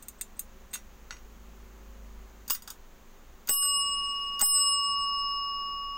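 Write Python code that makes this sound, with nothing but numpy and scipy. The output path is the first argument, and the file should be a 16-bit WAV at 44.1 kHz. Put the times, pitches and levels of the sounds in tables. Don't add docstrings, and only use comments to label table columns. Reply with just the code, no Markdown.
import sys
import numpy as np
from scipy import signal
from scipy.fft import rfft, irfft, next_fast_len
from scipy.io import wavfile
from scipy.ndimage import map_coordinates

SR = 44100
rng = np.random.default_rng(int(sys.argv[2]) if len(sys.argv) > 2 else 0)


def dump(signal):
    limited = np.clip(np.atleast_2d(signal).T, -1, 1)
    pcm = np.round(limited * 32767).astype(np.int16)
    wavfile.write(sys.argv[1], SR, pcm)


N = 263277


def amp(db):
    return 10 ** (np.asarray(db) / 20)


def unit(x):
    return x / np.sqrt(np.mean(x ** 2) + 1e-20)


def wobble(rate_hz):
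    knots = rng.standard_normal(int(N * rate_hz / SR) + 4)
    return map_coordinates(knots, [np.arange(N) * rate_hz / SR])


def filtered(x, gain):
    size = next_fast_len(len(x) + 8192)
    return irfft(rfft(x, size) * gain(np.fft.rfftfreq(size, 1 / SR)), size)[:len(x)]


def noise(spectrum, size):
    hz, db = np.transpose(spectrum)
    colour = lambda f: amp(np.interp(np.log(f + 1), np.log(hz), db))
    return unit(filtered(rng.standard_normal(size), colour))


def add(track, start_s, sound):
    start = round(start_s * SR)
    track[start:start + len(sound)] += sound[:N - start]


# time_s, level_db
HUM = [(0.1, -62), (2.18, -46), (2.72, -66), (4.75, -67), (5.9, -66.5)]
# pitch_hz, level_db
FAN_TONES = [(102.3, -71.5), (177.6, -69.5), (204.6, -66), (231.5, -64), (376.8, -67), (538.3, -72)]
# pitch_hz, density_db_per_hz
HISS_SPECTRUM = [(40, -21), (150, -26), (300, -26.5), (400, -24.5), (600, -29.5), (1130, -28), (1500, -32),
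                 (3000, -37.5), (5300, -43.5), (6600, -36), (8500, -49.5), (12000, -50), (15700, -38)]
FAN_DB, FAN_FOLLOWS = -63.5, 0.21
HISS_DB, HISS_FOLLOWS = -57, 0.052


def background(mains_hz=51, rumble_db=-53):
    t = np.arange(N) / SR
    hum_s, hum_points_db = np.transpose(HUM)
    hum_db = np.interp(t, hum_s, hum_points_db)
    swell_db = hum_db - hum_db.mean()
    hum = amp(hum_db) * unit(np.sin(2 * np.pi * mains_hz * t))
    fan = unit(sum(amp(db + 2.9 * wobble(5.13)) * np.sin(2 * np.pi * hz * t + 0.7 * wobble(9))
                   for hz, db in FAN_TONES))
    fan *= amp(FAN_DB + FAN_FOLLOWS * swell_db)
    hiss = amp(HISS_DB + HISS_FOLLOWS * swell_db) * noise(HISS_SPECTRUM, N)
    rumble_band = [(8, -16.0), (21, -6), (25, 5.0), (30, -21), (65, -12.5), (90, -42.5), (200, -69.0)]
    return hum + fan + hiss + amp(rumble_db) * noise(rumble_band, N)


def contact(modes, spectrum, tilt_db_per_oct, ring_db, ring_life, crack_t60_s, echo_db, echo_t60_s,
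            rise_s=0.00038):
    t = np.arange(SR // 4) / SR
    head = slice(SR // 250)
    tilt_db = lambda hz: tilt_db_per_oct * np.log2(hz / 1000)
    ring = np.zeros(len(t))
    for hz, width_hz, db in modes:
        strength = width_hz * amp(db + tilt_db(hz) + rng.normal(0, 0.52))
        decay = np.exp(-np.pi * width_hz * t / ring_life)
        ring += strength * decay * np.sin(2 * np.pi * (hz * t + rng.random()))
    fade = amp(-60 * t / crack_t60_s) + amp(echo_db - 60 * t / echo_t60_s)
    crack = fade * noise([(hz, db + tilt_db(hz)) for hz, db in spectrum], len(t))
    hit = crack / np.std(crack[head]) + amp(ring_db) * ring / np.std(ring[head])
    hit *= 1 - np.exp(-t / rise_s)
    return hit / np.std(hit[head])


# start_s, level_db, tilt_db_per_oct, rattle_s
RATTLES = [(0.0248, -44.5, 2, .009), (0.0837, -35.5, 0.5, .003), (0.2111, -29.5, -2, .009),
           (0.3929, -28, 2.5, .003), (.732, -40.5, -5, .003), (0.7369, -32, -4, .021)]


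def pivot(peak_s=0.0042, lead_s=0.026, squeak_db=-29):
    out, t = np.zeros(N), np.arange(SR // 10) / SR
    band = [(7000, -31), (8050, -7), (8300, 5), (8550, -25), (9800, -40)]
    swell = t / peak_s * np.exp(1 - t / peak_s)
    for start_s, db, *_ in RATTLES:
        add(out, max(start_s - lead_s, 0), amp(db + squeak_db) * noise(band, len(t)) * swell)
    return out


# pitch_hz, width_hz, level_db
FRAME_MODES = [(2050, 850, -16.5), (2697, 40, -9), (3614, 130, -9), (4030, 180, -13), (4850, 64, -12.5),
               (6230, 56, -6), (6520, 49, 2.5), (7140, 41, 2), (8190, 95, 5.5), (9460, 110, -2.5),
               (9760, 35, -4), (10900, 32, -8), (11600, 60, -10), (13340, 110, -7), (13860, 65, 6),
               (14600, 190, 1)]
# pitch_hz, density_db_per_hz
FRAME_CRACK = [(530, -29), (900, -15), (1590, -14), (3150, -9), (3590, 3), (5480, -8), (7140, 7),
               (11800, -3), (16000, 6)]


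def flop(db, tilt_db_per_oct):
    return amp(db) * contact(FRAME_MODES, FRAME_CRACK, tilt_db_per_oct, ring_db=5.5, ring_life=1.64,
                             crack_t60_s=.019, echo_db=-8, echo_t60_s=.14)


# pitch_hz, width_hz, level_db
BASE_MODES = [(1460, 170, 0), (2000, 32, -1), (2780, 110, -6), (3730, 28, -4), (4400, 70, -5),
              (5720, 24, 1), (6450, 30, 0), (7890, 29, -11), (10100, 31, -17)]
# pitch_hz, density_db_per_hz
BASE_CRACK = [(700, -13.5), (1400, -1.5), (2800, -4), (3400, -12), (4400, -9), (7000, -13), (9000, -26),
              (13000, -34)]


def knock(db):
    return amp(db) * contact(BASE_MODES, BASE_CRACK, 0, ring_db=1, ring_life=1.6,
                             crack_t60_s=.012, echo_db=-14, echo_t60_s=.15)


# start_s, level_db
KNOCKS = [(0.735, -47), (0.755, -40.5), (1.1075, -35), (1.167, -52)]
BOUNCE_S, RATTLE_LOSS_DB = 0.0051, 8.5
ROCK_S, ROCK_LOSS_DB = 0.017, 9.5


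def turning_over(rock_count=4):
    out = np.zeros(N)
    for start_s, db, tilt_db_per_oct, rattle_s in RATTLES:
        for delay_s in np.arange(0, rattle_s, BOUNCE_S):
            bounce_db = db - RATTLE_LOSS_DB * delay_s / rattle_s
            add(out, start_s + delay_s, flop(bounce_db, tilt_db_per_oct))
    for start_s, db in KNOCKS:
        for k in range(rock_count):
            add(out, start_s + k * ROCK_S, knock(db - k * ROCK_LOSS_DB))
    return out


# pitch_hz, width_hz, level_db
TABLE_MODES = [(218, 46, -12.5), (831, 35, -1.5), (1300, 47, -16), (1650, 40, -13.5), (1790, 29, -14),
               (2100, 36, -9)]
# pitch_hz, density_db_per_hz
TABLE_THUD = [(40, -23), (100, 0), (300, -4.5), (800, 1), (1500, -13), (2500, -18), (5000, -45)]


def thump(db, ring_db):
    return amp(db) * contact(TABLE_MODES, TABLE_THUD, 0, ring_db=ring_db, ring_life=1.0,
                             crack_t60_s=0.037, echo_db=-25, echo_t60_s=0.069)


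# pitch_hz, width_hz, level_db
PLUNGER_MODES = [(3720, 28, -6.5), (4810, 105, 1), (6080, 57, -19), (6390, 200, -4.5), (6930, 32, 4),
                 (8200, 35, 0), (9830, 62, -11.5), (11400, 55, -12), (13830, 65, 1.5), (16400, 120, -17)]
# pitch_hz, density_db_per_hz
PLUNGER_CRACK = [(530, -46), (900, -9), (1410, -1), (2220, -20.5), (3470, -6.5), (4050, -16.5), (4860, -7),
                 (12000, -14), (16000, -7)]


def click(db, tilt_db_per_oct):
    return amp(db) * contact(PLUNGER_MODES, PLUNGER_CRACK, tilt_db_per_oct, ring_db=0, ring_life=1.5,
                             crack_t60_s=.02, echo_db=0, echo_t60_s=.13, rise_s=.00055)


# stop_s, click_db, tilt_db_per_oct, base_knock_db, travel_s
RETURNS = [(2.7025, -35, 1, -65, 0.081), (3.654, -35.5, 13, -46, 0.056), (4.579, -42, -4, -49, 0.075)]
SEAT_LEAD_S = .027


def returns(unstick_db=-8, seat_db=-4, seat_knock_db=-1.5):
    out = np.zeros(N)
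    for stop_s, db, tilt_db_per_oct, knock_db, travel_s in RETURNS:
        add(out, stop_s - travel_s, click(db + unstick_db, tilt_db_per_oct))
        seat = click(db + seat_db, tilt_db_per_oct=-2.5) + knock(knock_db + seat_knock_db)
        add(out, stop_s - SEAT_LEAD_S, seat)
        add(out, stop_s, click(db, tilt_db_per_oct) + knock(knock_db))
    return out


# blow_s, choked (by the finger), travel_s (before the blow), touch_db, blow_click_db,
# base_knock_db, bottom_thump_db, table_ring_db (relative to the thud)
STRIKES = [(2.506, True, 0.027, -36.5, -19.5, -49, -65, -6),
           (3.4938, False, .021, -37, -25, -26, -29.5, -18), (4.4151, False, .022, -31, -44, -27, -21.5, 4)]
BASE_TIP_SHARE, BASE_TIP_DB = 0.57, -41.5
LEVER_CATCH_SHARE, LEVER_CATCH_DB = .26, -26.5
BOTTOM_S, FALL_BACK_S = 0.0079, 0.043


def presses(table_db=-2, chatter_db=-29, chatter_gap_s=0.012, chatter_loss_db=1.5, chatter_count=4):
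    out = np.zeros(N)
    for blow_s, choked, travel_s, touch_db, blow_db, knock_db, thump_db, ring_db in STRIKES:
        add(out, blow_s - travel_s, click(touch_db, tilt_db_per_oct=3.5))
        add(out, blow_s - travel_s * BASE_TIP_SHARE, knock(min(BASE_TIP_DB, knock_db)))
        add(out, blow_s - travel_s * LEVER_CATCH_SHARE, click(LEVER_CATCH_DB, tilt_db_per_oct=0.5))
        blow = click(blow_db, tilt_db_per_oct=0.0) + knock(knock_db)
        add(out, blow_s, blow + thump(knock_db + table_db, ring_db=-3.5))
        add(out, blow_s + BOTTOM_S, thump(thump_db, ring_db))
        add(out, blow_s + FALL_BACK_S, click(db=-29, tilt_db_per_oct=1.5))
        if choked:
            add(out, blow_s + FALL_BACK_S, knock(db=-36.5))
            for k in range(1, chatter_count + 1):
                chatter = click(chatter_db - k * chatter_loss_db, tilt_db_per_oct=6.0)
                add(out, blow_s + k * chatter_gap_s, chatter)
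    return out


def clapper(db=-33, t60_s=0.82, hold_s=0.05):
    out, t = np.zeros(N), np.arange(SR // 2) / SR
    release = np.exp(-np.maximum(t - hold_s, 0) / .005)
    add(out, STRIKES[0][0], release * np.sin(2 * np.pi * 9312 * t) * amp(db - 60 * t / t60_s))
    return out


STRENGTH = [(-30, -26, -24, -21.5, -16, -15), (-31.5, -26, -26.5, -12.5, -15.5, -17.5),
            (-29.5, -27, -20.5, -9, -19, -15.5)]


def sizzle(db=-4, t60_s=0.28, choke_t60_s=0.054):
    out, t = np.zeros(N), np.arange(SR // 2) / SR
    band = [(13500, -34.5), (14900, -40), (15370, 15), (15700, -8), (16000, -21.5)]
    for (blow_s, choked, *_), levels_db in zip(STRIKES, STRENGTH):
        damped = np.maximum(t - FALL_BACK_S, 0) / choke_t60_s if choked else 0
        fade = amp(levels_db[-1] + db - 60 * (t / t60_s + damped))
        add(out, blow_s, noise(band, len(t)) * fade)
    return out


# pitch_hz, twin_offset_hz
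DOME_PITCHES = [(1127.1, .5), (2870.2, 1.5), (5206.6, 17.1), (8097.6, -6.7), (11482, 8.4), (15365, 97)]
# t60_s, twin_t60_s, twin_share (signed), twin_change_db (over the camera's swing)
DOME_PAIRS = [(9.5, 9, 0, 0), (7, 7, 0, 0), (2.85, 3.05, -.57, -12), (1.03, 1.12, .21, 10),
              (.49, .53, -.35, 6), (.14, .12, .4, 0)]
# bearing (0-1), change_db, twin_slip_cycles
LOBES = [(0.33, 4, 0), (.5, -0.06, 0), (0.77, 6, 0.032), (0.17, -6.5, 0.17)]
SWING_START_S, SWING_END_S = 4.586, 5.305
LOBE_EDGE, TWIN_BEARING = .15, 0.19


def dome(choke_t60_s=0.094):
    out, now = np.zeros(N), np.arange(N) / SR
    bearing = (now - SWING_START_S) / (SWING_END_S - SWING_START_S)
    crossed = lambda edge: (1 + np.tanh((bearing - edge) / LOBE_EDGE)) / 2
    drifts = [(change_db * crossed(edge), slip * crossed(edge)) for edge, change_db, slip in LOBES]
    drifts += [(0.0051, 0)] * 2
    ends_s = [row[0] for row in STRIKES[1:]] + [N / SR]
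    for (blow_s, choked, *_), levels_db, end_s in zip(STRIKES, STRENGTH, ends_s):
        t = np.maximum(now - blow_s, 0)
        fade = lambda t60_s: amp(-60 * t / t60_s)
        ratio = .996 if choked else 1
        held = (fade(choke_t60_s) if choked else 1) * np.exp(-np.maximum(now - end_s, 0) / 0.0035)
        for pitch, pair, db, drift in zip(DOME_PITCHES, DOME_PAIRS, levels_db, drifts):
            hz, offset_hz = pitch
            t60_s, twin_t60_s, share, twin_change_db = pair
            drift_db, slip = drift
            main = fade(t60_s) * np.sin(2 * np.pi * hz * ratio * t)
            twin_gain = share * amp(twin_change_db * crossed(TWIN_BEARING)) * fade(twin_t60_s)
            twin = twin_gain * np.sin(2 * np.pi * ((hz * ratio + offset_hz) * t + slip))
            out += held * amp(db + drift_db) * (main + twin)
    return out


def scene():
    bell = dome() + clapper() + sizzle()
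    handling = pivot() + turning_over() + presses() + returns()
    return (bell + handling + background())[None]


def gain_control(x, limit_db=-14.2, release_db_per_s=54, attack_s=.0007, leak=.0007):
    climb_db = release_db_per_s * np.arange(N) / SR
    over_db = np.maximum(20 * np.log10(np.abs(x) + 1e-9) - limit_db, 0)
    held_db = np.maximum.accumulate(over_db + climb_db) - climb_db
    keep = np.exp(-1 / (attack_s * SR))
    cut_db = signal.lfilter([1 - keep], [1, -keep], held_db)
    return x * amp(-cut_db) + leak * cut_db


def record(dry, ceiling=0.26, top_hz=15850):
    x = gain_control(dry[0])
    x = x / (1 + (x / ceiling) ** 4) ** (1 / 4)
    return filtered(x, lambda hz: 1 / (1 + (hz / top_hz) ** 160))[None]


dry = scene()
out = record(dry)
dump(out)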